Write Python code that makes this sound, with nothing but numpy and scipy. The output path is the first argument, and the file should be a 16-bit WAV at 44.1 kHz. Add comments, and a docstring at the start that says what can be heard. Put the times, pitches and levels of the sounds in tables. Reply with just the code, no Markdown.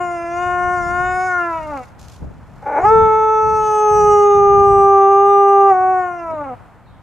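"""Over a humming street, with gusts buffeting the microphone, a big sled dog howls on a lawn a few steps away.
Its vocal folds give a sliding note whose harmonics flare and fade by interference with echoes from ground
and walls, until the folds slacken and the pitch sags. The dog draws a short hiss of air; then uneven slaps
of the folds make a rough growl that locks into a second, longer howl. As that one sags, a bird chirps
far off. The houses answer both with faint reverberation."""
import sys
import numpy as np
from scipy import signal
from scipy.fft import rfft, irfft, next_fast_len
from scipy.io import wavfile
from scipy.ndimage import uniform_filter1d, minimum_filter1d, map_coordinates

SR = 44100
rng = np.random.default_rng(int(sys.argv[2]) if len(sys.argv) > 2 else 0)


def waveform_to_disk(signal):
    """Save audio, clipped to [-1, 1], as 16-bit WAV at the path in sys.argv[1]."""
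    frames = np.transpose(np.atleast_2d(signal))
    scaled = np.clip(frames, -1, 1) * 32767
    samples = np.round(scaled).astype(np.int16)
    wavfile.write(sys.argv[1], SR, samples)


N = 309582
TIME = np.arange(N) / SR


def amp(db):
    """Decibels to amplitude ratio."""
    return 10 ** (np.asarray(db) / 20)


def unit(x):
    """Normalisation to rms 1."""
    return x / np.sqrt(np.mean(x ** 2) + 1e-20)


def along(points, hz):
    """Interpolation of (Hz, value) points on a logarithmic frequency axis."""
    knots_hz, values = np.transpose(points)
    return np.interp(np.log(hz + 1), np.log(knots_hz + 1), values)


def curves(rows):
    """Linear interpolation in time: one curve for each column after the first."""
    times, *columns = np.transpose(rows)
    return [np.interp(TIME, times, column) for column in columns]


def sounding(rows, fade):
    """A gate with linear fades, open from the first row's time to the last."""
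    return np.clip((TIME - rows[0][0]) / fade, 0, 1) * np.clip((rows[-1][0] - TIME) / fade, 0, 1)


def swell(start, length):
    """A half-sine envelope."""
    return np.sin(np.pi * np.clip((TIME - start) / length, 0, 1))


def held(start, length, attack, release):
    """An envelope that rises, holds until start + length, then decays exponentially."""
    age = TIME - start
    return np.clip(age / attack, 0, 1) * np.exp(-np.maximum(age - length, 0) / release)


def wobble(rate):
    """Smooth random modulation, rate knots a second."""
    return map_coordinates(rng.standard_normal(int(N * rate / SR) + 4), [TIME * rate])


def filtered(x, response):
    """Linear filtering: the spectrum of x times a frequency response."""
    size = next_fast_len(N + SR // 2)
    return irfft(rfft(x, size) * response(np.fft.rfftfreq(size, 1 / SR)), size)[..., :N]


def rush(spectrum, coherence):
    """Partially coherent stereo noise of rms 1, from (Hz, dB) and (Hz, left-right coherence) points."""
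    def mid_and_side(hz):
        angle = np.arccos(np.clip(along(coherence, hz), -1, 1)) / 2
        return np.array([np.cos(angle), np.sin(angle)])
    mid, side = filtered(rng.standard_normal((2, N)), mid_and_side)
    return unit(filtered(np.array([mid + side, mid - side]), lambda hz: amp(along(spectrum, hz))))


# The street's hum. Each row: frequency in Hz, relative spectral density in dB.
STREET_SPECTRUM = [(59, -28.5), (100, -4), (270, -12), (347, -20.5), (487, -17.5), (712, -14.5), (842, -14),
                   (1210, -18), (1430, -19.5), (2270, -29), (3540, -39.5), (6120, -47.5), (7250, -45.5),
                   (15500, -54.5)]
# Its likeness in the two channels. Each row: frequency in Hz, coherence from 0 to 1.
STREET_COHERENCE = [(60, 0.65), (180, 0.29), (550, 1), (1650, 1), (4970, 0.46), (15000, 0.42)]

def street():
    """Superposition: far traffic and trees add up to a nearly steady noise."""
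    return amp(-45.5 + 1.7 * wobble(3.2)) * rush(STREET_SPECTRUM, STREET_COHERENCE)


# Decay among the houses. Each row: frequency in Hz, time to fall by 60 dB in seconds.
REVERB_TIMES = [(300, 0.35), (1500, 0.98), (8000, 0.056)]

def houses(x):
    """Reverberation: diffuse reflections from fence, houses and trees, the treble dying first."""
    hz, age, noise = signal.stft(rng.standard_normal((2, SR // 2)), SR, nperseg=256)
    decay = amp(-60 * age / along(REVERB_TIMES, hz)[:, None])
    _, tail = signal.istft(noise * decay, SR, nperseg=256)
    return signal.fftconvolve(x, tail / np.linalg.norm(tail[0]), axes=1)[:, :N]


# Birdsong. Each row: start and length in seconds, first and last pitch in Hz, level in dB.
BIRD_CHIRPS = [(6.31, .055, 4400, 3300, -65), (6.85, .055, 4270, 3410, -64), (6.905, .045, 2982, 3640, -67)]

def bird():
    """Frequency modulation: each chirp from the far trees is one gliding, wavering tone."""
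    song = np.zeros(N)
    for start, length, first_hz, last_hz, db in BIRD_CHIRPS:
        hz = np.interp(TIME, [start, start + length], [first_hz, last_hz]) * (1 + .06 * wobble(200))
        song += amp(db) * swell(start, length) * np.sin(2 * np.pi * np.cumsum(hz) / SR)
    return np.array([song, song])


# Gusts, and soft thuds of air. Each row: start in seconds, length in seconds, relative level in dB.
GUSTS = [(0.418, 0.3, -38.5), (0.754, 0.38, -35), (1.47, .3, -44), (2.18, 0.09, -34), (2.797, 0.24, -28),
         (3.415, 0.18, -33), (3.871, .22, -33.5), (4.316, 0.5, -31)]
AIR_THUDS = [(2.213, 0.049, -37), (2.304, 0.017, -41.5), (6.286, .075, -32)]
# The wind's low rumble and brighter rush. Each row: frequency in Hz, relative spectral density in dB.
RUMBLE_SPECTRUM = [(15, -17.5), (40, -4.5), (90, -1), (160, -6), (260, -17), (500, -32), (1200, -69.5)]
GUST_SPECTRUM = [(60, -21.5), (150, 3.5), (300, -5), (800, -12.5), (1300, -27), (3000, -62)]

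def wind(breeze_drop_db_per_s=0.64):
    """Turbulence: eddies hit each microphone port separately; strong gusts reach higher frequencies."""
    breeze = amp(-44.5 - breeze_drop_db_per_s * TIME)
    blasts = sum(amp(db) * held(start, length, attack=0.049, release=0.095) for start, length, db in GUSTS)
    wind_db = 20 * np.log10(np.hypot(breeze, blasts)) + 1.8 * wobble(7.5)
    eddies = amp(1.5 * np.array([wobble(22), wobble(22)]))
    rumble = amp(wind_db + 2.57) * unit(eddies * rush(RUMBLE_SPECTRUM, [(40, 0.61), (300, 0)]))
    thuds = sum(amp(db) * swell(start, length) for start, length, db in AIR_THUDS)
    gusts = (amp(1.26 * wind_db + 2.0) + thuds) * rush(GUST_SPECTRUM, [(300, 0)])
    return (rumble + gusts) * amp([[.6], [-.6]])  # a little to the left


# Air with and between the howls. Each row: start, length, attack and release in seconds, level in dB.
BREATHS = [(.3, 1.56, 1.0, 0.042, -57.5), (1.98, 0.17, 0.016, 0.056, -54.5), (2.1, 2.8, .8, .7, -63)]
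# Faint sharp ticks. Each row: time in seconds, relative peak level in dB.
FAINT_TICKS = [(1.775, -46.5), (2.0141, -43), (2.029, -46.5), (2.0837, -40), (3.1517, -57.5),
               (3.7794, -60.5), (4.0494, -56.5), (4.3692, -51), (4.814, -48), (4.848, -50), (5.7058, -54),
               (5.7131, -54)]
# The colour of hiss and ticks. Each row: frequency in Hz, relative spectral density in dB.
HISS_SPECTRUM = [(1470, -43.5), (2500, -2), (2680, -5.5), (7000, -2.5), (7730, -9.5), (12400, -14.5),
                 (14900, -26), (15500, -41)]

def breath_and_ticks():
    """Flow noise: a grainy hiss of breath; apart from it, a few faint sharp ticks and crackles."""
    flow = sum(amp(db) * held(*timing) for *timing, db in BREATHS)
    grain = amp(2.5 * wobble(170))
    ticks = sum(amp(db + 3) * held(start, 0, attack=.0001, release=0.0013) for start, db in FAINT_TICKS)
    return (flow * grain + ticks) * rush(HISS_SPECTRUM, [(3000, 0.67)])


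# Formants of throat and mouth. Each row: centre in Hz, width in Hz, relative gain in dB.
TRACT_FORMANTS = [(449, 130, -1), (683, 140, -9), (807, 230, 0), (1276, 250, -15), (1495, 150, -11),
                  (1633, 230, -17.5), (2200, 390, -23.5), (3850, 300, -52.5), (6200, 870, -51),
                  (8300, 400, -55.5)]

def vocal_tract(x):
    """Resonance: the excitation x rings in the steep formants of throat and mouth; rms 1."""
    def response(hz):
        return sum(amp(db) / (1 + 1.7j * (hz - centre) / width) ** 3
                   for centre, width, db in TRACT_FORMANTS)
    return unit(filtered(x, response))


# The swelling growl. Each row: time in seconds, relative level in dB.
GROWL_LEVELS = [(2.6, -66.5), (2.632, -32), (2.656, -34.5), (2.662, -21.5), (2.742, -17.5), (2.788, -10.5),
                (2.8, -13.5)]

def growl(slap_hz=290, scatter=.055, lock_s=2.775, glide_s=.03, fade_db_per_s=278):
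    """Aperiodic vibration: the folds slap unevenly, with puffs of air, then lock on the second howl."""
    locked = np.clip((TIME - lock_s) / glide_s, 0, 1)
    howl_hz, _ = curves(SECOND_MELODY)
    rate = (1 - locked) * slap_hz + locked * howl_hz
    db = curves(GROWL_LEVELS)[0] - fade_db_per_s * np.maximum(TIME - GROWL_LEVELS[-1][0], 0)
    cycles = np.cumsum(rate * (1 + scatter * wobble(300))) / SR
    slaps = np.diff(np.floor(cycles), prepend=0) * amp(1.5 * wobble(300))  # one impulse a cycle
    puffs = rng.standard_normal(N) * (1 + np.cos(2 * np.pi * cycles))
    return amp(db + 0.7) * vocal_tract(unit(slaps) + .35 * unit(puffs)) * (TIME > GROWL_LEVELS[0][0])


# Echoes off ground and walls. Each row: left and right delay in ms, left and right amplitude ratio.
EARLY_ECHOES = [(0.54, 0.52, 0.46, 0.57), (1.32, 1.33, 0.2, 0.3), (1.86, 1.84, 0.21, 0.16),
                (5.32, 5.2, 0.08, 0.15), (7.78, 7.7, 0.2, 0.15), (8.29, 8.2, 0.45, 0.29),
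                (14.28, 14.29, 0.02, 0.07), (17.69, 17.61, 0.07, 0.08)]

def interference(hz):
    """Interference of the direct sound with its echoes: complex gain at the left and right port."""
    grid_hz = np.arange(SR // 2)
    delays_ms, gains = np.hsplit(np.array(EARLY_ECHOES), 2)
    echoes = gains[..., None] * np.exp(-2j * np.pi * grid_hz * delays_ms[..., None] / 1000)
    return np.array([np.interp(hz, grid_hz, port) for port in 1 + echoes.sum(axis=0)])


def throat_gain(rows, opening, hz):
    """A variable filter: its gain in dB moves between a table's closed and open columns."""
    table = np.array(rows)
    closed_db, open_db = along(table[:, [0, 1]], hz), along(table[:, [0, 2]], hz)
    return amp((1 - opening) * closed_db + opening * open_db)


# The howl's vowel. Each row: frequency in Hz, relative gain in dB with the jaw nearly shut, then open.
VOWEL_GAINS = [(250.0, -15, 2.1), (401, 1.5, -12.5), (600.0, 15.5, -14.5), (813, 3, 12.1), (965, -3.5, 8.5),
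               (1248.4, 3.5, -6), (1467, -34, 5), (1570, -32.5, -23), (1790, -33, -8), (2110, -37.5, -23)]

def low_harmonics(phase, pitch, jaw, shimmer, flare_db=2.0, count=5):
    """Source and filter: the folds' lowest harmonics, shaped by mouth and echoes; stereo, rms near 1."""
    wave, power = np.zeros((2, N)), np.zeros(N)
    for k in range(1, count + 1):
        gain = throat_gain(VOWEL_GAINS, jaw, k * pitch) * interference(k * pitch)
        gain *= amp(flare_db * (k / count) ** 4 * wobble(8))  # the weak, higher ones waver most
        lag = np.pi * k * k / 3  # the throat delays higher harmonics more
        wave -= (1 + shimmer * wobble(170)) * np.imag(gain * np.exp(1j * (k * phase - lag)))
        power += np.abs(gain.mean(axis=0)) ** 2
    return wave / np.sqrt(power / 2)


def resonances(modes, hz, valley_db=-36):
    """A resonance curve: Gaussian peaks over valleys that darken toward the treble."""
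    peaks = sum(amp(db) * np.exp(-2 * ((hz - centre) / width) ** 2) for centre, width, db in modes)
    return peaks + amp(valley_db) / (1 + (hz / 9000) ** 4)


# High modes of the pursed and the open muzzle. Each row: centre in Hz, width in Hz, relative gain in dB.
PURSED_MODES = [(4450, 350, -22), (5200, 300, -20), (5950, 420, -6), (6350, 400, 0), (7120, 240, -14),
                (8030, 300, -10), (8800, 400, -20), (12650, 450, -30)]
OPEN_MODES = [(4550, 350, -11), (5150, 220, -4), (5500, 220, -7), (6020, 280, 1), (6600, 300, -8),
              (6980, 380, 0), (8150, 450, -13), (8920, 330, -7), (10450, 450, -18), (12900, 600, -28)]

def muzzle_gain(lips, hz):
    """Cavity resonance: as the lips part, the pursed muzzle's modes give way to the open one's."""
    grid_hz = np.arange(0, SR / 2, 20)
    pursed = np.interp(hz, grid_hz, resonances(PURSED_MODES, grid_hz))
    parted = np.interp(hz, grid_hz, resonances(OPEN_MODES, grid_hz))
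    return (1 - lips) * pursed + lips * parted


def overtones(phase, pitch, gain_at, orders, ripple_db, wall_gain=0.34, wall_delay_s=.008):
    """Comb filtering: harmonics glide through resonances and flare where a wall's echo adds; rms 1."""
    wave, power = np.zeros(N), np.zeros(N)
    delay = wall_delay_s * (1 + 0.0078 * wobble(1.4))  # the head sways a little
    for k in orders:
        comb = 1 + wall_gain * np.cos(2 * np.pi * k * pitch * delay)
        ripple = amp(ripple_db * (wobble(4.5) + wobble(22) / 2))
        gain = gain_at(k * pitch) * comb * ripple
        wave += gain * np.sin(k * phase + rng.uniform(0, 2 * np.pi))
        power += gain ** 2
    return wave / np.sqrt(power / 2)


# Jaw and lips, which close in for the long note. Each row: time in seconds, opening from 0 to 1.
JAW_OPENING = [(0.0, 0.53), (0.25, 0.5), (0.5, 0.64), (1.2, 0.8), (1.38, 1.0), (1.8, 0.43), (2.85, 0.53),
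               (2.93, 0.14), (3.6, 0.09), (4.2, 0.01), (5.65, 0.24), (5.76, 0.67), (6.5, 0.45)]
LIP_PARTING = [(2.85, 1), (3.05, 0), (5.6, 0), (5.76, .9)]
# The throat's upper response. Each row: frequency in Hz, relative gain in dB with lips pursed, then open.
UPPER_GAINS = [(1400, -2, -2), (1800, -3, -3), (2170, 1, 3), (2450, -7, -9), (2820, -5, -8),
               (3100, -28, -32), (3300, -28, -34), (3550, -13, -22), (3850, -32, -38), (4400, -50, -55)]

def howl(melody, ring_levels, jitter, shimmer, fray_db, breath_db, throat_db, ring_db):
    """Periodic vibration: steady folds give a harmonic series, rougher as they slacken and the pitch sags."""
    pitch, db = curves(melody)
    ring, = curves(ring_levels)
    jaw, = curves(JAW_OPENING)
    lips, = curves(LIP_PARTING)
    slack = 1 + 4 * np.clip((350 - pitch) / 70, 0, 1)  # grows as the pitch falls below 350 Hz
    unsteady_hz = pitch * (1 + jitter * slack * (wobble(45) + wobble(260)))
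    phase = 2 * np.pi * np.cumsum(unsteady_hz) / SR
    voice = amp(db + 0.01) * low_harmonics(phase, pitch, jaw, shimmer * slack)
    # uneven closing of the folds shakes the overtones most, and slackness weakens them
    closing = amp(fray_db * slack * wobble(70) - .7 * (slack - 1))
    upper = overtones(phase, pitch, lambda hz: throat_gain(UPPER_GAINS, lips, hz), range(6, 14),
                      ripple_db=3.0)
    whistle = overtones(phase, pitch, lambda hz: muzzle_gain(lips, hz), range(10, 37), ripple_db=3.5)
    upper_db = throat_db - 34 + .25 * ring + 7.5 * jaw
    voice += closing * (amp(upper_db) * upper + amp(ring + ring_db) * whistle)
    # air escapes once a cycle, in step with the loudness
    puffs = rng.standard_normal(N) * (1 + np.cos(phase))
    voice += amp(breath_db + db) * np.sqrt(slack) * vocal_tract(puffs)
    voice += amp(ring - 19) * unit(filtered(puffs, lambda hz: resonances(PURSED_MODES, hz)))
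    return voice * sounding(melody, fade=0.0082)


# The sliding note of each howl. Each row: time in seconds, pitch in Hz, relative level in dB.
FIRST_MELODY = [(0.0, 352.8, -18), (0.01, 356.2, -19), (0.066, 351.7, -22), (0.2, 341.0, -25),
                (0.298, 343.0, -25), (0.426, 356.2, -19), (0.746, 358.0, -17), (0.85, 348.1, -22),
                (1.004, 358.8, -17), (1.07, 362.9, -18), (1.262, 369.9, -18), (1.396, 350.3, -17),
                (1.442, 344.0, -21), (1.566, 324.1, -22), (1.642, 308.8, -30), (1.7, 300.5, -27),
                (1.736, 284.7, -25), (1.812, 249.9, -30), (1.85, 248.0, -48)]
SECOND_MELODY = [(2.81, 361.4, -19), (2.83, 369.4, -20), (2.85, 405.2, -9.5), (2.86, 421.3, -8),
                 (2.9, 436.5, -10.5), (2.92, 445.4, -7), (3.1, 437.2, -12), (3.56, 434.4, -15.5),
                 (3.63, 430, -16), (4.1, 415.7, -8.5), (4.41, 403.8, -9.5), (5.04, 393, -8.5),
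                 (5.31, 401, -9.5), (5.68, 394.6, -8), (5.7, 391.2, -8.5), (5.72, 381.3, -7.5),
                 (5.74, 370.7, -13.5), (5.91, 373.5, -12.5), (5.99, 367.5, -15.5), (6.18, 346, -29),
                 (6.33, 317, -22.5), (6.36, 308.8, -25), (6.42, 291.2, -24), (6.44, 283.5, -29),
                 (6.52, 251.8, -26.5), (6.54, 245.4, -29.5), (6.56, 243, -54)]
# The whistling treble ring of each howl. Each row: time in seconds, relative level in dB.
FIRST_RING_LEVELS = [(0.02, -51.5), (0.044, -49), (0.258, -55), (0.368, -47.5), (0.578, -53),
                     (0.876, -45.5), (0.918, -50), (1.268, -44.5), (1.55, -68)]
SECOND_RING_LEVELS = [(2.81, -54), (2.89, -46), (2.91, -52), (3.08, -55), (3.61, -44.5), (3.67, -39.5),
                      (3.97, -36.5), (4.46, -47), (5.63, -52.5), (5.85, -61.5), (5.97, -58), (6.36, -64.5),
                      (6.55, -80)]

def sled_dog():
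    """Phonation: two howls, the second breaking out of a growl."""
    first = howl(FIRST_MELODY, FIRST_RING_LEVELS, jitter=0.0016, shimmer=0.024, fray_db=0.84,
                 breath_db=-41.0, throat_db=2.5, ring_db=-1.0)
    second = howl(SECOND_MELODY, SECOND_RING_LEVELS, jitter=.0014, shimmer=0.011, fray_db=1.0,
                  breath_db=-40.5, throat_db=-2, ring_db=-1.3)
    return (first + second + growl()) * amp([[.25], [-.25]])


def scene():
    """Direct and reverberant sound: the near dog is almost dry, the far bird echoes, amid wind and street."""
    near = sled_dog() + breath_and_ticks()
    far = bird()
    reverberation = houses(amp(-23) * near + amp(1) * far)
    return near + far + reverberation + wind() + street()


def record(dry, ceiling=.94, reaction_s=.012, top_hz=15650):
    """Peak and band limiting: the gain eases down for peaks over the ceiling; a low-pass follows."""
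    size = int(reaction_s * SR) | 1
    needed = np.minimum(1, ceiling / (np.abs(dry).max(axis=0) + 1e-9))
    gain = uniform_filter1d(minimum_filter1d(needed, 2 * size + 1), size)
    return filtered(dry * gain, lambda hz: hz < top_hz)


dry = scene()
out = record(dry)
waveform_to_disk(out)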